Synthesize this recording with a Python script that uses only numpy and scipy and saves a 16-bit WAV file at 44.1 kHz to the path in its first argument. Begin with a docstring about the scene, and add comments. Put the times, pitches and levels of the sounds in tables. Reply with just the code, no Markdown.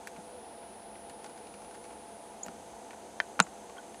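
"""A buzzard feeds in the snow over hiss and a faint, far murmur with a steady hum. At the start a low tone
swells and a thin whine, probably a lens motor, sets in. Beak, food and snow crust tick as each contact
excites damped modes; from 1.2 s the bird tugs off crumbs. Near 2 s the whine frays. A high chip, probably
a small bird's whistle, and a soft knock follow. A close, woody tap at 3.2 s leads to a sharp knock with a
dull thud and a second chip. Last come two faint plinks, and the whine returns, frayed."""
import sys
import numpy as np
from scipy import signal
from scipy.fft import rfft, irfft
from scipy.io import wavfile

SR = 44100
rng = np.random.default_rng(int(sys.argv[2]) if len(sys.argv) > 2 else 0)


def dump_mix(stems):
    """Bounce the given channels to the path in sys.argv[1] as a 16-bit WAV at rate SR."""
    frames = np.atleast_2d(stems).T  # one column per channel
    limited = np.clip(frames, -1, 1)  # hard clip at full scale
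    pcm = np.round(limited * 32767).astype(np.int16)
    wavfile.write(sys.argv[1], SR, pcm)


N = 176400
TIME = np.arange(N) / SR

# Contacts that excite each body: t/s, level/dB, cut-off f/Hz (higher for a harder contact)
TICK_CONTACTS = [(.0724, -31, 15000), (.0748, -39, 9000), (.163, -36, 2960), (.631, -39, 2500),
                 (.954, -39.5, 3040), (1.097, -38, 8900), (1.2435, -33.5, 8000), (1.262, -38, 6050),
                 (1.296, -44, 8000), (1.376, -41.5, 9050), (1.47, -41.5, 6000), (1.54, -37, 4970),
                 (1.646, -42, 5100), (1.743, -40, 4950), (1.905, -36.5, 2470), (1.928, -44, 8060),
                 (2.4627, -35.5, 15000), (2.907, -37.5, 6000), (2.931, -36.5, 2560), (3.466, -36, 3490),
                 (3.696, -39, 6000), (3.767, -30.5, 1490), (3.944, -38, 5000)]
KNOCK_CONTACTS = [(2.4834, -29.5, 4700), (3.3926, -11.5, 2500), (3.4011, 0, 10000)]
THUD_CONTACTS = [(.183, -21.5, 400), (2.463, -22.5, 1400), (2.484, -23, 2300), (2.4915, -24, 1040),
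                 (3.3937, -8, 440), (3.4012, 0, 960)]
TAP_CONTACTS = [(.0726, -24.5, 24000), (3.2019, -4, 14000)]
# Normal modes of each body: f/Hz, relative level/dB, T60/s
TICK_MODES = [(700, -16, 0.015), (1105, -12, 0.013), (1527, -15.5, 0.019), (1910, -11, 0.008),
              (2500, -7, 0.0036), (4410, -5, 0.0018), (7600, -2, 0.0015), (12800, -5.5, 0.0009)]
KNOCK_MODES = [(560, -22, 0.019), (805, -10, 0.011), (1095, 1, 0.0037), (1410, -0.5, 0.0081),
               (2480, -7, 0.0037), (3400, -15.5, 0.0031), (4840, -20.5, 0.005), (8060, -8.5, 0.0031),
               (13500, -24, .0015), (1500, -31, .04)]
THUD_MODES = [(177.7, -14, 0.06), (229.5, -13.5, 0.034), (474, -22, 0.038), (740, -9.5, 0.0093)]
TAP_MODES = [(340, -42, 0.014), (590, -24.5, 0.013), (920, -46, 0.0065), (1430, -20, 0.011),
             (1770, -3, 0.0053), (2480, -22, 0.0043), (3090, -26, 0.017), (5170, -19.5, 0.0027),
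             (6960, -30, 0.0032), (1520, -39, 0.15)]
# The small bird's whistles: t/s, level/dB, final f/Hz, duration/s
BIRD_CHIPS = [(2.4304, -33, 7030, .0105), (3.419, -36.5, 7154, 0.013)]
# Damped tones: t/s, level/dB, f/Hz, T60/s
PLINK_TONES = [(3.7807, -38.5, 3230, 0.021), (3.784, -38, 1485, 0.054)]
# Course of the motor's whine: t/s, level before filtering/dB, nominal rate of phase slips/(1/s)
WHINE_COURSE = [(0, -72, 1800), (.2, -61, 1300), (.27, -58.5, 450), (.42, -58, 150), (1.0, -57.5, 170),
                (1.35, -58, 240), (1.92, -58.5, 240), (1.99, -58, 1300), (2.25, -57.5, 1800),
                (2.55, -66, 2500), (3.7, -81, 2500), (4, -58, 1400)]
# Resonances of the motor's idle fizz: f/Hz, bandwidth/Hz, relative level/dB
FIZZ_RESONANCES = [(6180, 370, -3.5), (6660, 830, -2), (7700, 650, -3), (8280, 300, -9), (8970, 1100, -1),
                   (10160, 720, -6), (11040, 170, -9)]
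# Envelopes of the fizz and of the far, low tone: t/s, level/dB
FIZZ_ENVELOPE = [(0, -66), (.2, -68.5), (.45, -83), (1.8, -71), (2.2, -72), (2.55, -66), (3.6, -65),
                 (4, -66.5)]
SWELL_ENVELOPE = [(0, -86), (.12, -55), (.22, -60), (.36, -50.5), (.44, -63), (4, -62)]
# Spectral lines of the hum: f/Hz, rms level/dB, width of wander/Hz
HUM_LINES = [(215, -64, 10.04), (499, -66, 16.7), (684.2, -56.5, 1.9), (863.4, -62.5, 1.35)]
# Spectral densities of the far murmur and the hiss: f/Hz, relative level/dB
MURMUR_SPECTRUM = [(25, -32), (50, -7), (80, -5.5), (125, -12), (170, -5), (215, -1.5), (270, -1.5),
                   (370, 1.5), (480, 0.5), (620, -0.5), (820, 4), (950, -1), (1100, -10.5), (1500, -12),
                   (2200, -25)]
HISS_SPECTRUM = [(1200, -6), (2000, -2), (3000, -3.5), (5000, -6), (8000, -11), (10500, -8.5),
                 (12000, -17.5), (15000, -22.5), (20000, -25)]


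def buzzard_feeding(crumb_count=18, tug_start_s=1.2, tug_length_s=0.69):
    """Impact excitation: beak, food and snow crust tick, and tugging adds faint crumbs at random."""
    crumbs = [(tug_start_s + tug_length_s * when, -49 + 7 * (2 * size - 1), 8000)  # t/s, level/dB, f/Hz
              for when, size in rng.random((crumb_count, 2))]
    return struck(TICK_CONTACTS + crumbs, TICK_MODES, grit=0.15)


def knock(crack_db=-7, crack_decay_s=0.0012):
    """Modal ringing with a brittle crack of noise; the harder the contact, the wider its spectrum."""
    ringing = struck(KNOCK_CONTACTS, KNOCK_MODES)
    crack = 0
    for start, db, cut_hz in KNOCK_CONTACTS:
        decay = (TIME >= start) * np.exp(-np.maximum(TIME - start, 0) / crack_decay_s)
        crack += from_db(db + crack_db) * low_pass(decay * rng.standard_normal(N), cut_hz)
    return ringing + butterworth(crack, (3450, 7740), "band", order=3)


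def woody_tap():
    """Free vibration: a hard contact sets a woody body ringing in quickly damped modes."""
    return struck(TAP_CONTACTS, TAP_MODES)


def snow_thuds():
    """A soft contact spreads its force over time, so the snow answers dully, in low modes."""
    return struck(THUD_CONTACTS, THUD_MODES)


def impacts():
    """Superposition: all contacts, their bass cut, sound together with their reflections."""
    direct = knock() + snow_thuds() + woody_tap() + buzzard_feeding()
    direct = butterworth(direct, 234, "high")
    near_echoes = from_db(-16) * reflections(direct, t60=0.022, cut_hz=4200)
    trunks_and_reeds = from_db(-36) * reflections(direct, t60=0.13, cut_hz=3400)
    return direct + near_echoes + trunks_and_reeds


def small_bird(rise_hz=1000, rise_s=0.0023, roughness=0.44):
    """Frequency modulation: each chip is a rough whistle that flicks up to its pitch, then echoes."""
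    chips = 0
    for start, db, hz, length in BIRD_CHIPS:
        t = np.maximum(TIME - start, 0)
        phase = 2 * np.pi * np.cumsum(hz - rise_hz * np.exp(-t / rise_s)) / SR
        envelope = np.sin(np.pi * np.minimum(t / length, 1) ** 1.03)
        chips += from_db(db) * envelope * (np.sin(phase) + roughness * band_noise(hz, 800))
    return chips + from_db(-10.5) * reflections(chips, t60=0.063, cut_hz=12000)


def plinks(attack_s=0.0012):
    """Damped oscillation: each plink is a sinusoid that starts softly and decays exponentially."""
    tones = 0
    for start, db, hz, t60 in PLINK_TONES:
        t = np.maximum(TIME - start, 0)
        envelope = (1 - np.exp(-t / attack_s)) * np.exp(-np.log(1000) * t / t60)
        tones += from_db(db) * envelope * np.sin(2 * np.pi * hz * t)
    return tones


def lens_motor(whine_hz=9784, slip_spread_rad=0.99, cluster_db=7):
    """Line broadening: the more often its phase slips, the more the whine frays into the idle fizz."""
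    times, whine_db, slip_rate = np.transpose(WHINE_COURSE)
    clustering = from_db(cluster_db * band_noise(0, width_hz=61.3))
    slips = rng.random(N) < np.interp(TIME, times, slip_rate) * clustering / SR
    jumps = slips * (np.pi + slip_spread_rad * rng.standard_normal(N))
    phase = 2 * np.pi * whine_hz * TIME + np.cumsum(jumps)
    whine = butterworth(np.sqrt(2) * np.sin(phase), (8400, 10400), "band")
    fizz = sum(from_db(db) * band_noise(hz, width) for hz, width, db in FIZZ_RESONANCES)
    return from_db(np.interp(TIME, times, whine_db)) * whine + gain_curve(FIZZ_ENVELOPE) * fizz


def background():
    """Line spectra (a hum, one swelling tone) stand on continuous spectra (far murmur, even hiss)."""
    hum = sum(from_db(db) * wandering_tone(hz, width) for hz, db, width in HUM_LINES)
    swell = gain_curve(SWELL_ENVELOPE) * wandering_tone(482, width_hz=27)
    murmur = from_db(-50.5) * coloured_noise(MURMUR_SPECTRUM)
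    hiss = from_db(-61) * coloured_noise(HISS_SPECTRUM)
    return hum + swell + murmur + hiss


def struck(contacts, modes, grit=0, grit_decay_s=0.0056):
    """Modal superposition: force pulses, with any crumbling grit after them, drive a body's modes."""
    force, t = np.zeros(N + SR), TIME[:SR // 20]
    for start_s, db, cut_hz in contacts:
        pulse = grit * rng.standard_normal(len(t)) * np.exp(-t / grit_decay_s)
        pulse[0] = 1
        start = int(start_s * SR)
        force[start:start + len(t)] += from_db(db) * low_pass(pulse, cut_hz)
    return sum((-1) ** k * from_db(db) * resonator(force[:N], hz, t60)
               for k, (hz, db, t60) in enumerate(modes))


def resonator(force, hz, t60):
    """A damped oscillator: a unit impulse starts a decaying sinusoid of unit amplitude."""
    radius, angle = np.exp(-np.log(1000) / (t60 * SR)), 2 * np.pi * hz / SR
    return signal.lfilter([0, np.sin(angle)], [1, -2 * radius * np.cos(angle), radius ** 2], force + 1e-18)


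def reflections(x, t60, cut_hz):
    """Diffuse scattering: convolution with a dense, dying cloud of echoes of unit energy."""
    t = TIME[:SR // 2]
    envelope = (1 - np.exp(-t / 0.0047)) * np.exp(-np.log(1000) * t / t60)
    cloud = envelope * low_pass(rng.standard_normal(len(t)), cut_hz)
    return signal.fftconvolve(x, cloud / np.sqrt(np.sum(cloud ** 2)))[:N]


def wandering_tone(hz, width_hz):
    """Random frequency modulation of a sinusoid of unit rms."""
    pitch_hz = hz + 0.5 * width_hz * band_noise(0, 22.6)
    return np.sqrt(2) * np.sin(2 * np.pi * np.cumsum(pitch_hz) / SR)


def band_noise(centre_hz, width_hz):
    """Resonance, applied twice, confines noise to a band; centred on 0 Hz it is a slow fluctuation."""
    return shaped_noise(lambda hz: 1 / (1 + (2 * (hz - centre_hz) / width_hz) ** 2))


def coloured_noise(spectrum):
    """Noise whose spectral density follows a table and rolls off beyond its ends."""
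    f, db = np.transpose(spectrum)

    def gain_at(hz):
        roll_off = np.sqrt((1 + (1.1 * f[0] / hz) ** 10) * (1 + (0.72 * hz / f[-1]) ** 10))
        return from_db(np.interp(np.log(hz), np.log(f), db)) / roll_off
    return shaped_noise(gain_at)


def shaped_noise(gain_at):
    """Spectral weighting of white noise, scaled to unit rms."""
    hz = np.maximum(np.arange(N // 2 + 1) * SR / N, 1)
    noise = irfft(rfft(rng.standard_normal(N)) * gain_at(hz), N)
    return noise / np.sqrt(np.mean(noise ** 2) + 1e-20)


def butterworth(x, hz, kind, order=2):
    """Filtering with a maximally flat passband."""
    return signal.sosfilt(signal.butter(order, hz, kind, fs=SR, output="sos"), x)


def low_pass(x, hz):
    """Second-order roll-off, its corner kept below the Nyquist frequency."""
    return butterworth(x + 1e-18, min(hz, 0.45 * SR), "low")


def gain_curve(rows):
    """Amplitude envelope interpolated from rows of t/s, level/dB."""
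    return from_db(np.interp(TIME, *np.transpose(rows)))


def from_db(db):
    """Amplitude ratio for a level in decibels."""
    return 10 ** (np.asarray(db) / 20)


def scene():
    """Linear superposition of all sources at one point."""
    return (background() + lens_motor() + impacts() + plinks() + small_bird())[None]


def record(dry):
    """Band limiting: a steep elliptic low-pass removes the treble above 15.5 kHz."""
    return signal.sosfilt(signal.ellip(10, 0.1, 80, 15500, fs=SR, output="sos"), dry)


dry = scene()
out = record(dry)
dump_mix(out)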